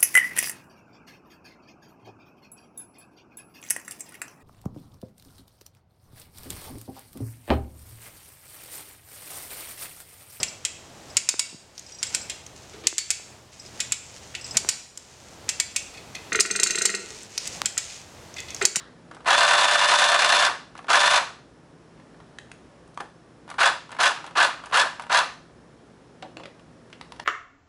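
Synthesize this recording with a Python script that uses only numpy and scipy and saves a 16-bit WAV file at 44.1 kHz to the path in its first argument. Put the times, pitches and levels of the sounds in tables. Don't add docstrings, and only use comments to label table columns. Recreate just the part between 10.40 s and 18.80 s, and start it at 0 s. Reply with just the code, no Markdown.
import sys
import numpy as np
from scipy import signal
from scipy.fft import rfft, irfft, next_fast_len
from scipy.io import wavfile
from scipy.ndimage import uniform_filter1d

SR = 44100
rng = np.random.default_rng(int(sys.argv[2]) if len(sys.argv) > 2 else 0)


def transcribe(u):
    v = np.clip(np.atleast_2d(u).T, -1, 1)
    q = np.round(v * 32767).astype(np.int16)
    wavfile.write(sys.argv[1], SR, q)


def magnitude_from_level(level_db):
    exponent = np.asarray(level_db, float) / 20
    return 10 ** exponent


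N = 370440

# start in seconds, level in dB.
HOLD_PAWL_DROPS = [(0.769, -6.5), (0.8894, -4.5), (0.9941, -4), (2.47, -7), (2.5813, -9), (2.7045, -6.5),
                   (4.1699, -5), (4.289, -2.5), (6.0061, 0), (6.2327, 2), (6.454, -0.5), (8.2529, -1.5),
                   (8.3583, -2.5)]
# start in seconds, level in dB.
LEVER_PAWL_DROPS = [(0.031, -15), (0.2505, -16), (1.629, -14.5), (1.748, -10.5), (1.8981, -19.5),
                    (3.4027, -15.5), (3.5215, -12.5), (3.9502, -30), (5.091, -12), (5.1997, -7),
                    (5.362, -7), (7.2576, -9.5), (7.3784, -9)]
# start in seconds, level in dB.
CHAIN_SLIPS = [(5.9283, -18.5), (5.9559, -11), (5.998, -7), (6.0586, -8.5), (6.1101, -4), (6.1596, -2.5),
               (6.198, -1.5), (6.235, -16.5), (6.2698, -1), (6.3067, 1), (6.355, -3), (6.3841, -2),
               (6.4186, 1), (6.458, -0.5), (6.5, -8), (6.5485, -3), (8.223, -18)]
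# start in seconds, level in dB.
LINK_TOUCHES = [(0.002, -27.5), (0.081, -24), (0.628, -45), (0.7, -38), (1.463, -33), (1.52, -25.5),
                (1.547, -31), (1.586, -27), (1.666, -22), (1.74, -24), (1.812, -24), (3.196, -30),
                (3.26, -36), (4.011, -30.5), (4.044, -24), (4.084, -39), (4.109, -25.5)]
# start in seconds, level in dB.
HANDLE_TUGS = [(5.54, -27), (5.572, -27), (5.749, -21), (7.499, -26), (7.964, -24), (7.982, -24),
               (8.083, -28.5), (8.104, -32)]
# start in seconds, level in dB.
TRUNK_HEAVES = [(0.759, -35), (2.333, -33), (2.438, -29.5), (4.145, -23.5), (8.2124, -15.5)]
# start in seconds, start of the fade in seconds, level in dB.
FOOT_RUSTLES = [(0.438, 0.775, -58), (1.344, 1.943, -44), (2.15, 2.48, -52), (3.114, 3.434, -46),
                (3.608, 4.205, -46), (4.545, 4.95, -45.5), (6.585, 6.806, -31.5), (6.891, 7.166, -35),
                (7.423, 7.559, -32.5), (7.96, 8.22, -46.5)]
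# start in seconds, level in dB, pitch in Hz.
TWIG_SNAPS = [(1.3789, -15.5, 5600), (1.394, -18, 6600), (2.064, -22, 6400), (4.575, -9, 7150),
              (5.753, -19.5, 6360), (6.832, -18.5, 7800), (6.978, -0.5, 5600), (7.075, -6, 7100),
              (7.941, -22.5, 6200), (8.003, -16.5, 6500), (8.105, -20.5, 6400), (8.1462, -15.5, 6500),
              (8.164, -21.5, 5660)]
# start in seconds, level in dB, pitch in Hz, brightness in Hz.
CLOSE_TAPS = [(0.941, -10, 358, 1920), (1.129, -29.5, 182, 497), (1.145, -27, 124, 293),
              (2.528, -15.5, 365, 1950), (2.798, -29.5, 335, 1000), (4.248, -13, 336, 1520),
              (7.2177, 1.5, 1130, 6200), (8.369, -11.5, 180, 1190)]

# frequency in Hz, level in dB, time to fall 60 dB in seconds.
FRAME_MODES = [(2240, -25, .16), (3960, -28, .15), (4510, -25, .2), (5000, -22, .06), (6870, -18, .14),
               (7230, -9, .03), (8810, -17, .05), (9600, -20, .03)]
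# frequency in Hz, level in dB, time to fall 60 dB in seconds.
LEVER_MODES = [(2250, -26, .12), (2600, -24, .06), (3280, -20, .04), (5390, -25, .1), (6810, -20, .07),
               (7210, -19, .13), (7450, -9, .02), (8050, -21, .05)]
# frequency in Hz, level in dB, time to fall 60 dB in seconds.
LINK_MODES = [(2710, -13, .025), (4000, -9, .025), (4280, -10, .025), (6310, -4, .03), (7480, -8, .025),
              (8250, -8, .035)]
# frequency in Hz, level in dB, time to fall 60 dB in seconds.
LOOSE_LINK_MODES = [(4820, -13, .05), (5090, -3, .05), (5740, -10, .08), (7670, -11, .13), (8180, -14, .02)]
# frequency in Hz, level in dB, time to fall 60 dB in seconds.
HANDLE_MODES = [(2050, -5, .025), (2550, -3, .028), (3450, -5, .015), (4380, -6, .015)]
# frequency in Hz, level in dB, time to fall 60 dB in seconds.
TRUNK_MODES = [(199, -27, .12), (365, -22, .07), (402, -18, .08), (438, -22, .07), (662, -31, .1),
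               (1370, -17, .04), (1475, -16, .04), (1900, -12, .04), (2100, -19, .07), (2440, -19, .06),
               (2710, -18, .03)]

# frequency in Hz, relative level in dB.
CRACK_SPECTRUM = [(400, -19), (1400, -11), (2400, -3), (3500, -5), (5100, 4), (6000, 3.5), (7300, 9.5),
                  (9000, -0.5), (10500, -10.5), (16000, -20.5)]
# frequency in Hz, relative level in dB.
LEAF_SPECTRUM = [(900, -21.5), (2200, -2), (4000, -3), (6600, 3), (9000, -7), (16000, -40)]
# frequency in Hz, relative level in dB.
AIR_SPECTRUM = [(15, -31), (25, -8.5), (91, 5.5), (242, 0.5), (658, 0), (1220, -5.5), (2280, -9.5),
                (6910, -12.5), (16000, -32.5)]
# time in seconds, gain in dB.
AIR_GAIN = [(0, -0.5), (1.0, -5), (1.8, 2), (2.6, -7), (3.6, -1.5), (4.6, -0.5), (5.6, 1), (6.8, 6),
            (8.4, -2)]
# frequency in Hz, wander in Hz, level in dB.
DRONE_TONES = [(75.5, 2.56, -60.5), (124, 1.34, -60)]
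# time in seconds, gain in dB.
DRONE_GAIN = [(0, -6), (2.3, 3), (4.2, 6.5), (4.6, -0.5), (8.4, -1)]


def band(x, low_hz, high_hz):
    return signal.sosfilt(signal.butter(2, [low_hz, high_hz], "band", fs=SR, output="sos"), x)


def rms_one(x):
    return x / np.sqrt(np.mean(x ** 2) + 1e-20)


def colour(x, spectrum):
    size = next_fast_len(len(x))
    hz, db = np.transpose(spectrum)
    bin_hz = np.fft.rfftfreq(size, 1 / SR)
    gain = magnitude_from_level(np.interp(np.log(bin_hz + 1), np.log(hz), db))
    return irfft(rfft(x, size) * rms_one(gain), size)[:len(x)]


def drift(rate):
    knots = rng.standard_normal(int(N / SR * rate) + 2)
    return np.interp(np.arange(N) / SR * rate, np.arange(len(knots)), knots)


def marks(s, db):
    out = np.zeros(N)
    at = np.clip(np.round(np.asarray(s) * SR).astype(int), 0, N - 1)
    np.add.at(out, at, magnitude_from_level(db))
    return out + 1e-18


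def burst(s, db, fall_s):
    envelope = signal.lfilter([1], [1, -np.exp(-1 / (fall_s * SR))], marks(s, db))
    return envelope * rng.standard_normal(N)


def ring(x, hz, t60):
    radius, turn = magnitude_from_level(-60 / (t60 * SR)), 2 * np.pi * hz / SR
    return signal.lfilter([0, np.sin(turn)], [1, -2 * radius * np.cos(turn), radius * radius], x)


def strike(s, db, modes, contact_s, spread_db, rough=.5):
    chance = np.clip(rng.standard_normal((len(s), len(modes))), -1.5, 1.5)
    lag = .002 * rng.random((len(s), len(modes)))
    scrape_gain = np.sqrt(rough / (contact_s * SR / 2))
    out = 0
    for k, (hz, level, t60) in enumerate(modes):
        at = s + lag[:, k]
        force_db = db + level + spread_db * chance[:, k]
        scrape = scrape_gain * burst(at, force_db, contact_s)
        hit = np.sqrt(1 - rough) * marks(at, force_db)
        out = out + band(ring(scrape + hit, hz, t60), hz / 1.3, hz * 1.3)
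    return out


def pitched(rows, cycles, lengths):
    size = 4000
    out, t = np.zeros(N + size), np.arange(size) / SR
    for (s, db, hz), fall_s in zip(rows, lengths):
        noise = rng.standard_normal(size) * np.exp(-t / fall_s)
        grain = ring(noise, hz, cycles / hz)
        out[round(s * SR):][:size] += magnitude_from_level(db) * grain / np.abs(grain).max()
    return out[:N]


def pawl(drops, modes, ring_db):
    s, db = np.transpose(drops)
    bounce_s = s + rng.uniform(.0025, 0.0057, len(s))
    crack = marks(s, db + 11) + burst(s, db + 4.0, 0.0035) + burst(bounce_s, db - 1.5, 0.0042)
    rattle = burst(s, -18 + 0.78 * db, 0.035)
    body = band(burst(s, -8 + 0.19 * db, 0.0099), 2030, 4070)
    metal = strike(s, db + ring_db, modes, contact_s=0.017, spread_db=4.0)
    return colour(crack + rattle, CRACK_SPECTRUM) + body + metal


def slips():
    s, db = np.transpose(CHAIN_SLIPS)
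    grind = colour(burst(s, db - 8, 0.009), CRACK_SPECTRUM)
    return grind + strike(s, db + 2, LINK_MODES, contact_s=0.003, spread_db=1.5, rough=.25)


def trunk():
    lead_s = 0.0086
    slip_s, slip_db = np.transpose(CHAIN_SLIPS)
    slip_s = slip_s - lead_s
    slip_db = np.minimum(slip_db + 6.5, -7.5)
    drop_s = np.transpose(HOLD_PAWL_DROPS + LEVER_PAWL_DROPS)[0] - lead_s
    drop_db = -34 + 2.17 * drop_s
    heave_s, heave_db = np.transpose(TRUNK_HEAVES)
    lower = [m for m in TRUNK_MODES if m[0] < 1000]
    upper = [m for m in TRUNK_MODES if m[0] > 1000]

    knock = burst(np.append(slip_s, drop_s), np.append(slip_db, drop_db) - 7, 0.013)
    knock = band(band(knock, 1100, 4800), 990, 4700)
    slip_top = strike(slip_s, slip_db + 9, upper, contact_s=.009, spread_db=1.0, rough=.15)
    slip_low = strike(slip_s, slip_db + 6.0, lower, contact_s=0.015, spread_db=1.0)
    shudder = strike(slip_s, slip_db - 6.5, lower, contact_s=0.14, spread_db=1.5, rough=0.96)
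    heave_s_fall = 0.051
    heave = strike(heave_s, heave_db + 13, lower, contact_s=heave_s_fall, spread_db=4.5, rough=0.98)
    crunch = band(burst(heave_s, heave_db - 3, heave_s_fall), 300, 3500)
    drop_top = strike(drop_s, drop_db + 3, upper, contact_s=0.0065, spread_db=2.5)
    return knock + slip_top + slip_low + shudder + heave + crunch + drop_top


def jingle():
    s, db = np.transpose(LINK_TOUCHES)
    touch = strike(s, db + 3, LOOSE_LINK_MODES, contact_s=.005, spread_db=2.0)
    return touch + colour(burst(s, db - 17, .004), CRACK_SPECTRUM)


def handle():
    s, db = np.transpose(HANDLE_TUGS)
    chatter = strike(s, db, HANDLE_MODES, contact_s=.014, spread_db=3.0, rough=1)
    return chatter + band(burst(s, db - 4, .014), 2000, 6500)


def leaves():
    t = np.arange(N) / SR
    swell = np.zeros(N)
    for start, fade, db in FOOT_RUSTLES:
        rise = np.clip((t - start) / 0.013, 0, 1)
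        fall = magnitude_from_level(-20 * np.maximum(t - fade, 0) / 0.093)
        swell += magnitude_from_level(db) * rise * fall
    sizes = magnitude_from_level(2.9 * np.minimum(rng.exponential(1, N), 5)) * rng.standard_normal(N)
    crackles = sizes * (rng.random(N) < 3500 / SR)
    rustle = rms_one(colour(crackles + 0.16 * rng.standard_normal(N), LEAF_SPECTRUM))
    clumps = magnitude_from_level(3.5 * drift(30))
    snaps = np.array(TWIG_SNAPS)
    snap_falls = 18.0 / snaps[:, 2]
    return rustle * swell * clumps + band(pitched(snaps, cycles=15.0, lengths=snap_falls), 1700, 17000)


def taps():
    out, pulse = np.zeros(N + 4000), np.eye(1, 4000)[0]
    for s, db, hz, bright_hz in CLOSE_TAPS:
        click = band(pulse, hz, bright_hz)
        click = click / np.abs(click).max()
        dull = band(ring(pulse, hz, 5.8 / hz), hz / 2, hz * 2)
        out[round(s * SR):][:len(pulse)] += magnitude_from_level(db) * (magnitude_from_level(-8.5) * dull - click)
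    return out[:N]


def wood(x):
    t60_s, gap_s, cut_hz, level_db = 0.59, 0.0026, 4200, -11
    t = np.arange(SR) / SR
    tail = rng.standard_normal(SR) * magnitude_from_level(-60 * t / t60_s) * (1 - np.exp(-(t / gap_s) ** 2))
    tail = signal.sosfilt(signal.butter(1, cut_hz, fs=SR, output="sos"), tail)
    return magnitude_from_level(level_db) * signal.fftconvolve(x, tail / np.sqrt(np.sum(tail ** 2)))[:N]


def air():
    t = np.arange(N) / SR
    air_db = -42.5 + np.interp(t, *np.transpose(AIR_GAIN)) + 2.3 * drift(4.47)
    out = magnitude_from_level(air_db) * colour(rng.standard_normal(N), AIR_SPECTRUM)
    swell_db = np.interp(t, *np.transpose(DRONE_GAIN))
    for hz, wander_hz, db in DRONE_TONES:
        phase = 2 * np.pi * np.cumsum(hz + wander_hz * drift(6.)) / SR
        out += magnitude_from_level(db + swell_db + 0.5 * drift(3.5)) * np.sqrt(2) * np.sin(phase)
    return out


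def scene(top_hz=12000):
    winch = pawl(HOLD_PAWL_DROPS, FRAME_MODES, ring_db=1.5) + pawl(LEVER_PAWL_DROPS, LEVER_MODES, ring_db=3.0)
    far = winch + slips() + trunk() + leaves() + jingle() + handle()
    far = signal.sosfilt(signal.butter(2, top_hz, fs=SR, output="sos"), far)
    return (far + wood(far) + air() + taps())[None]


def band_limit(x):
    return signal.sosfilt(signal.butter(12, 16110, fs=SR, output="sos"), x)


def record(dry, knee_db=-24, share=0.61, release_db_s=10):
    t = np.arange(N) / SR
    level_db = 10 * np.log10(np.abs(uniform_filter1d(dry[0] ** 2, size=220)) + 1e-12)
    cut_db = share * np.maximum(level_db - knee_db, 0)
    held_db = np.maximum(np.maximum.accumulate(cut_db + release_db_s * t) - release_db_s * t, 0)
    lag = np.exp(-1 / (.006 * SR))
    ducked = dry * magnitude_from_level(-signal.lfilter([1 - lag], [1, -lag], held_db))
    return band_limit(np.clip(ducked, -1, 1))


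dry = scene()
out = record(dry)
transcribe(out)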